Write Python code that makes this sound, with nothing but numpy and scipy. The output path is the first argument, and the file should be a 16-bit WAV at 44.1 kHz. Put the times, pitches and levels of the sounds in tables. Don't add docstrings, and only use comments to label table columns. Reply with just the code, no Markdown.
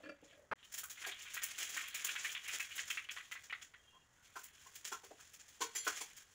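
import sys
import numpy as np
from scipy import signal
from scipy.fft import rfft, irfft
from scipy.io import wavfile
from scipy.ndimage import uniform_filter1d

SR = 44100
rng = np.random.default_rng(int(sys.argv[2]) if len(sys.argv) > 2 else 0)


def unload_audio(sound):
    columns = np.transpose(np.atleast_2d(sound))
    steps = np.round(np.clip(columns, -1, 1) * 32767)
    wavfile.write(sys.argv[1], SR, steps.astype(np.int16))


def magnitude_from_level(level_db):
    exponent = np.asarray(level_db, float) / 20
    return 10 ** exponent


N = 279590

# start in seconds, level in dB, bowl tone in Hz.
SEED_POPS = [(0.629, -59.5, 3230), (0.833, -49, 1370), (1.015, -50.5, 2070), (1.04, -42, 1960),
             (1.082, -47, 2270), (1.114, -47, 3700), (0.974, -59, 2140), (1.253, -51.5, 2020),
             (1.273, -58.5, 2300), (1.368, -40.5, 2010), (1.419, -46.5, 2150), (1.618, -48.5, 2920),
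             (1.766, -38, 1920), (1.789, -46.5, 2300), (1.943, -48, 2510), (1.98, -55, 2200),
             (2.086, -41, 2790), (2.154, -38, 2240), (2.246, -41.5, 2330), (2.292, -53.5, 3120),
             (2.35, -41, 2870), (2.455, -49, 2530), (2.482, -45.5, 2580), (2.597, -42, 2200),
             (2.708, -49.5, 2720), (2.78, -41, 2280), (2.903, -39.5, 2690), (2.973, -41, 2300),
             (3.089, -45.5, 2720), (3.165, -42.5, 1800), (3.198, -52.5, 2300), (3.314, -44, 2360),
             (3.354, -46, 1940), (3.498, -46.5, 2300), (3.526, -37.5, 1910), (3.614, -55, 2810),
             (3.738, -52.5, 1990)]
# start in seconds, level in dB, treble lift in dB.
OIL_SPITS = [(0.241, -61.5, -22), (0.643, -60.5, -7), (0.72, -52, -1), (0.738, -43, -1), (0.778, -41, 2),
             (0.835, -52.5, 8.5), (0.898, -44.5, -0.5), (1.19, -50, -10), (1.218, -48, -2.5),
             (1.337, -41.5, 1.5), (1.419, -44, -11), (1.431, -41, 6), (1.582, -41.5, -2.5),
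             (1.625, -39, -3.5), (1.689, -44.5, -2.5), (1.766, -43.5, -3), (1.876, -51, 4.5),
             (1.944, -40.5, 0), (2.045, -37, 1), (2.19, -42, -24), (2.241, -48, 0.5), (2.315, -45, -1),
             (2.478, -45.5, -2), (2.532, -44, -7), (2.598, -43, -1.5), (2.754, -51, 5.5), (2.797, -41, -23),
             (2.875, -49, -10), (2.9, -41.5, -2.5), (3.109, -46, -3.5), (3.314, -48.5, -4),
             (3.436, -52, -11), (3.617, -50.5, -10), (4.39, -55, 0.5), (4.435, -54, 5.5), (4.753, -49, 0),
             (4.846, -40, -8), (4.87, -46, -4), (5.334, -52.5, -4), (5.394, -52.5, -11), (5.482, -57, -3.5),
             (5.845, -47, 1), (6.166, -51.5, -3.5)]
# time in seconds, level of the bowl-coloured noise in dB, level of the fine hiss in dB.
BED_LEVELS = [(0, -69.5, -72), (.19, -79.5, -80), (0.299, -65, -67.5), (.5, -100, -78), (.6, -68, -72.5),
              (.72, -102, -67.5), (1.0, -63, -58.5), (1.47, -59, -57), (1.535, -57.5, -60),
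              (1.6, -56.5, -52.5), (2.3, -55, -51.5), (2.43, -65, -59.5), (2.5, -60.5, -50),
              (2.9, -63.5, -55), (3.3, -72, -64), (3.8, -90, -72), (4.1, -107, -74), (4.22, -75.5, -69),
              (4.5, -71.5, -61.5), (5.55, -86, -66), (5.9, -57.5, -54.5), (6.34, -87, -68)]
# start in seconds, low ring in dB, favoured tone in Hz, high ring in dB,
# bright clatter in dB, freedom to ring (multiplies the plate's decay times).
SPOON_KNOCKS = [(1.062, -38.5, 650, -49, -45, 0.21), (4.356, -44, 1420, -60, -54, 0.52),
                (4.656, -56.5, 1070, -83, -57.5, 0.69), (4.916, -38.5, 1310, -53, -46, 0.74),
                (5.032, -47.5, 705, -72, -55, 0.33), (5.107, -48.5, 507, -96, -81, 0.16),
                (5.192, -59.5, 1350, -83, -56.5, 0.18), (5.606, -32, 940, -50, -36.5, 1.88),
                (5.75, -60, 1090, -44.5, -44.5, 4), (5.866, -30.5, 1490, -62, -37, 0.27),
                (6.004, -45, 866, -49, -44, 0.34)]
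# tone in Hz, strength in dB,
# seconds to fade by 60 dB at a freedom of 1.
PLATE_MODES = [(455, 11, 0.08), (3300, -7, .14), (4328, -8, .13), (5970, 5, .07), (965, -8, 0.08),
               (1065, 4, 0.06), (1370, 2, 0.08), (1501, 5, 0.09), (2065, -6, 0.1), (2300, -4, 0.1),
               (4900, -10, .1), (6487, -4, .05), (6826, -4, .05), (7257, 6, 0.06), (9560, -6, .04),
               (10030, -10, 0.07)]
# start in seconds, end in seconds, tone in Hz, level in dB.
STEEL_SLIDES = [(0.196, 0.493, 575, -64), (3.764, 4.04, 3250, -68), (3.81, 4.06, 2816, -68.5),
                (3.922, 3.997, 960, -67), (3.924, 3.997, 1050, -56.5), (4.15, 4.28, 1470, -69)]
# start in seconds, level in dB, extra for the upper tones in dB.
POT_NUDGES = [(.0, -52.5, -23), (0.03, -50, 4.5), (0.053, -48, 3.5), (0.086, -42, 2.5), (0.222, -49.5, -20),
              (0.323, -55.5, 1)]
# tone in Hz, strength in dB,
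# seconds to fade by 60 dB.
POT_MODES = [(309, -5, 0.052), (546.6, -3, 0.13), (600, -7, 0.065), (1420, -9, 0.029), (1730, -2.5, 0.027),
             (2020, -9, 0.021), (2420, -10.5, 0.04), (2610, -14, 0.04), (4470, -17, 0.032)]
# start in seconds, end in seconds, end of the near silence in seconds.
CLACK_TIMES = (.5135, .535, .557)
# frequency in Hz, strength in dB per Hz.
CLACK_COLOUR = [(47, -47), (80, -5.5), (328, -7), (580, 2.5), (1500, 6), (2500, -4.5), (3310, -17),
                (15500, -49)]
# frequency in Hz, strength in dB per Hz.
SPIT_COLOUR = [(200, -22), (1000, -17.5), (1700, -6), (3300, -5.5), (4300, -11), (5500, -6), (7200, 1.5),
               (8100, -9.5), (11500, -9), (13600, -20), (15000, -2), (15700, -6), (15900, -47)]
# frequency in Hz, strength in dB per Hz.
BOWL_COLOUR = [(300, -29), (600, -44), (1100, -10), (1900, -2.5), (3400, -2), (4100, -10), (7000, -42)]
# frequency in Hz, strength in dB per Hz.
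KITCHEN_COLOUR = [(25, -15), (87, -7), (188, -15.5), (730, -19.5), (2000, -16), (2600, -70.5)]


def colour(x, points):
    hz, db = np.transpose(points)
    log_hz = np.log(np.linspace(1, SR / 2, 2049))
    log_gain = np.interp(log_hz, np.log(hz), db) * np.log(10) / 20
    cepstrum = irfft(log_gain)
    cepstrum[1:2048] *= 2
    cepstrum[2049:] = 0
    taps = irfft(np.exp(rfft(cepstrum)))
    return signal.fftconvolve(x, taps / np.sqrt(np.sum(taps ** 2)))[:len(x)]


def peak(x, hz, q):
    return signal.lfilter(*signal.iirpeak(hz, q, fs=SR), x)


def ring(x, hz, t60_s):
    pole = np.exp(2j * np.pi * hz / SR - np.log(1000) / (t60_s * SR))
    return signal.lfilter([1], [1, -pole], x).imag / np.sqrt(.01 * SR)


def grit(spread_db):
    size_db = spread_db * np.minimum(rng.exponential(size=N), 4)
    x = rng.standard_normal(N) * magnitude_from_level(size_db)
    return x / np.std(x)


def walk(rate):
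    k = int(SR / rate)
    steps = np.repeat(rng.standard_normal(N // k + 1), k)
    return 1.6 * uniform_filter1d(steps, k)[:N]


def burst(s, db, rise_s, t60_s, jump=0.):
    first = int(s * SR)
    t = np.arange(min(int(.4 * SR), N - first)) / SR
    swell = jump + (1 - jump) * t / rise_s
    fade = np.exp(-np.log(1000) * (t - rise_s) / t60_s)
    return slice(first, first + len(t)), magnitude_from_level(db) * np.minimum(swell, fade)


def bed_levels(s):
    at, bowl_db, hiss_db = np.transpose(BED_LEVELS)
    return np.interp(s, at, bowl_db), np.interp(s, at, hiss_db)


def small_pops():
    per_s, from_s, to_s = 45, .9, 3.45
    low_hz, high_hz, t60_s = 2300, 3190, .03
    count = int(per_s * (to_s - from_s))
    when, size, place = rng.uniform(size=(count, 3)).T
    when = from_s + when * (to_s - from_s)
    db = bed_levels(when)[0] + 3 + 3 * np.log(size)
    hz = low_hz + (high_hz - low_hz) * place
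    return list(zip(when, db, hz, np.full(count, t60_s)))


def pops():
    swell_s, halving_db, loud_t60_s = 0.021, 18.5, 0.086
    cracks, out = colour(grit(spread_db=7.0), BOWL_COLOUR), np.zeros(N)
    rows = [(*row, loud_t60_s) for row in SEED_POPS] + small_pops()
    for (s, db, hz, t60_s), shift in zip(rows, rng.standard_normal((len(rows), 3))):
        over_hiss_db = max(db - bed_levels(s)[1], 0)
        rise_s = t60_s / loud_t60_s * swell_s * .5 ** (over_hiss_db / halving_db)
        at, shape = burst(s, db, rise_s, t60_s, jump=.8)
        flurry = cracks[at] * shape
        snap = peak(signal.unit_impulse(len(shape)), .6 * hz, 2.2)
        rings = sum(ring(flurry, f, 0.016) for f in hz * 2 ** (0.191 * shift))
        bowl_tone = peak(flurry, hz, 2.96)
        out[at] += 0.28 * flurry + 0.94 * bowl_tone + 0.38 * rings + magnitude_from_level(db + 26.0) * snap
    return out


def sprays():
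    spit_swell_s, clatter_swell_s, t60_s = 0.0051, 0.017, 0.14
    clatter_treble_db, treble_hz = -7.5, 8000
    power, cracks = np.zeros((2, N)), np.zeros((2, N))
    spits = [(*row, spit_swell_s) for row in OIL_SPITS]
    clatter = [(s, db, clatter_treble_db, clatter_swell_s) for s, _, _, _, db, _ in SPOON_KNOCKS]
    for s, db, treble_db, rise_s in spits + clatter:
        sharpness = spit_swell_s / rise_s
        at, shape = burst(s, db, rise_s, t60_s, jump=.3 * sharpness)
        lift = magnitude_from_level(np.array([0, treble_db]))
        power[:, at] += np.outer(lift, shape) ** 2
        cracks[:, at.start] = magnitude_from_level(db + 10.5) * lift * sharpness
    ticks = np.array([grit(spread_db=5.5), grit(spread_db=11.5)])
    low, high = ticks * np.sqrt(power) + cracks
    body = signal.sosfilt(signal.butter(4, treble_hz, "low", fs=SR, output="sos"), low)
    treble = signal.sosfilt(signal.butter(4, treble_hz, "high", fs=SR, output="sos"), high)
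    return colour(body + treble, SPIT_COLOUR)


def sizzle():
    bowl_db, hiss_db = bed_levels(np.arange(N) / SR)
    sizes = 0
    for hz in np.geomspace(800, 4500, 6):
        sizes = sizes + magnitude_from_level(3.5 * walk(40)) * peak(grit(spread_db=3), hz, 3)
    bubbles = colour(sizes, BOWL_COLOUR)
    flicker_db = 0.19 * np.maximum(hiss_db + 76.5, 0) * walk(29.99)
    hiss = magnitude_from_level(flicker_db) * signal.lfilter(*signal.butter(1, 6000, fs=SR), grit(spread_db=4.5))
    ticks = (rng.uniform(size=N) < 60 / SR) * rng.standard_normal(N) * magnitude_from_level(15)
    return magnitude_from_level(bowl_db) * bubbles / np.std(bubbles) + magnitude_from_level(hiss_db) * colour(hiss + ticks, SPIT_COLOUR)


def knocks():
    rough, out = rng.standard_normal(N), np.zeros(N)
    spot = rng.uniform(size=(len(SPOON_KNOCKS), 24))
    for (s, low_db, near_hz, high_db, _, free), luck in zip(SPOON_KNOCKS, spot):
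        at, shape = burst(s, 0, 0.0093, 0.12, jump=0.78)
        scrape = rough[at] * shape
        push = scrape * 0.86
        push[int(.009 * SR)] += 4
        for hz, db, t60_s in PLATE_MODES:
            octaves = np.log2(hz / near_hz)
            gain_db = low_db - max(30 * octaves, -14 * octaves) if hz < 1800 else high_db
            out[at] += magnitude_from_level(gain_db + db) * ring(push, hz, free * t60_s)
        crowd = sum(ring(push, hz, .08) for hz in 2400 + 11600 * luck ** 1.5)
        out[at] += magnitude_from_level(high_db - 8) * crowd
        thud = peak(peak(scrape, near_hz, 1.3), near_hz, 1.3)
        out[at] += magnitude_from_level(low_db - 4.5 - 4.6 * np.log2(free)) * thud
    return out


def slides():
    t, out = np.arange(N) / SR, 0
    for start, end, hz, db in STEEL_SLIDES:
        touch = np.clip(np.minimum(t - start, end - t) / .04, 0, 1)
        uneven = magnitude_from_level(1.5 * walk(45))
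        rub = touch * uneven * rng.standard_normal(N)
        out = out + magnitude_from_level(db) * ring(rub, hz, .05)
    return out


def pot():
    rough, out = rng.standard_normal(N), np.zeros(N)
    chance = rng.standard_normal((len(POT_NUDGES), len(POT_MODES), 2))
    for (s, db, upper_db), luck in zip(POT_NUDGES, chance):
        at, shape = burst(s, db, 0.009, 0.075)
        for (hz, mode_db, t60_s), (shift, weight) in zip(POT_MODES, luck):
            tone = ring(rough[at] * shape, hz * (1 + .02 * shift), t60_s)
            extra_db = upper_db if hz > 900 else 0
            out[at] += magnitude_from_level(mode_db + extra_db + 2 * weight) * tone
    return out


def clack():
    t = np.arange(N) / SR
    start, end, _ = CLACK_TIMES
    edges = np.clip(np.minimum(t - start, end - t) / 0.0011, 0, 1)
    return magnitude_from_level(-38) * colour(rng.standard_normal(N), CLACK_COLOUR) * edges


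def room(x):
    t60_s, level_db, top_hz = 0.26, -12.5, 7150
    t = np.arange(SR // 2) / SR
    tail = rng.standard_normal(SR // 2) * np.exp(-np.log(1000) * t / t60_s)
    tail = signal.lfilter(*signal.butter(1, top_hz, fs=SR), tail)
    return magnitude_from_level(level_db) * signal.fftconvolve(x, tail / np.sqrt(np.sum(tail ** 2)))[:N]


def kitchen():
    return magnitude_from_level(-74.5) * colour(rng.standard_normal(N), KITCHEN_COLOUR)


def repeat_and_ripple(mix):
    period_s, repeat_db, ripple_db = .02322, -20.5, 1.23
    lag = int(period_s * SR)
    mix = mix + magnitude_from_level(repeat_db) * np.r_[np.zeros(lag), mix[:-lag]]
    return mix * magnitude_from_level(ripple_db * np.sin(2 * np.pi * np.arange(N) / SR / period_s))


def scene():
    plate = signal.lfilter(*signal.butter(2, 400, "high", fs=SR), knocks())
    near = sizzle() + pops() + sprays() + plate + pot() + slides()
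    near = signal.lfilter(*signal.butter(2, 200, "high", fs=SR), near)
    mix = repeat_and_ripple(near + room(near - 0.033 * plate) + kitchen())
    t = np.arange(N) / SR
    _, end, silent = CLACK_TIMES
    hush = np.where((t > end) & (t < silent), magnitude_from_level(-43), 1)
    return (mix * hush + clack())[None]


def roll_off(x):
    return signal.sosfilt(signal.butter(12, 16610, fs=SR, output="sos"), x)


def record(dry):
    return roll_off(dry)


dry = scene()
out = record(dry)
unload_audio(out)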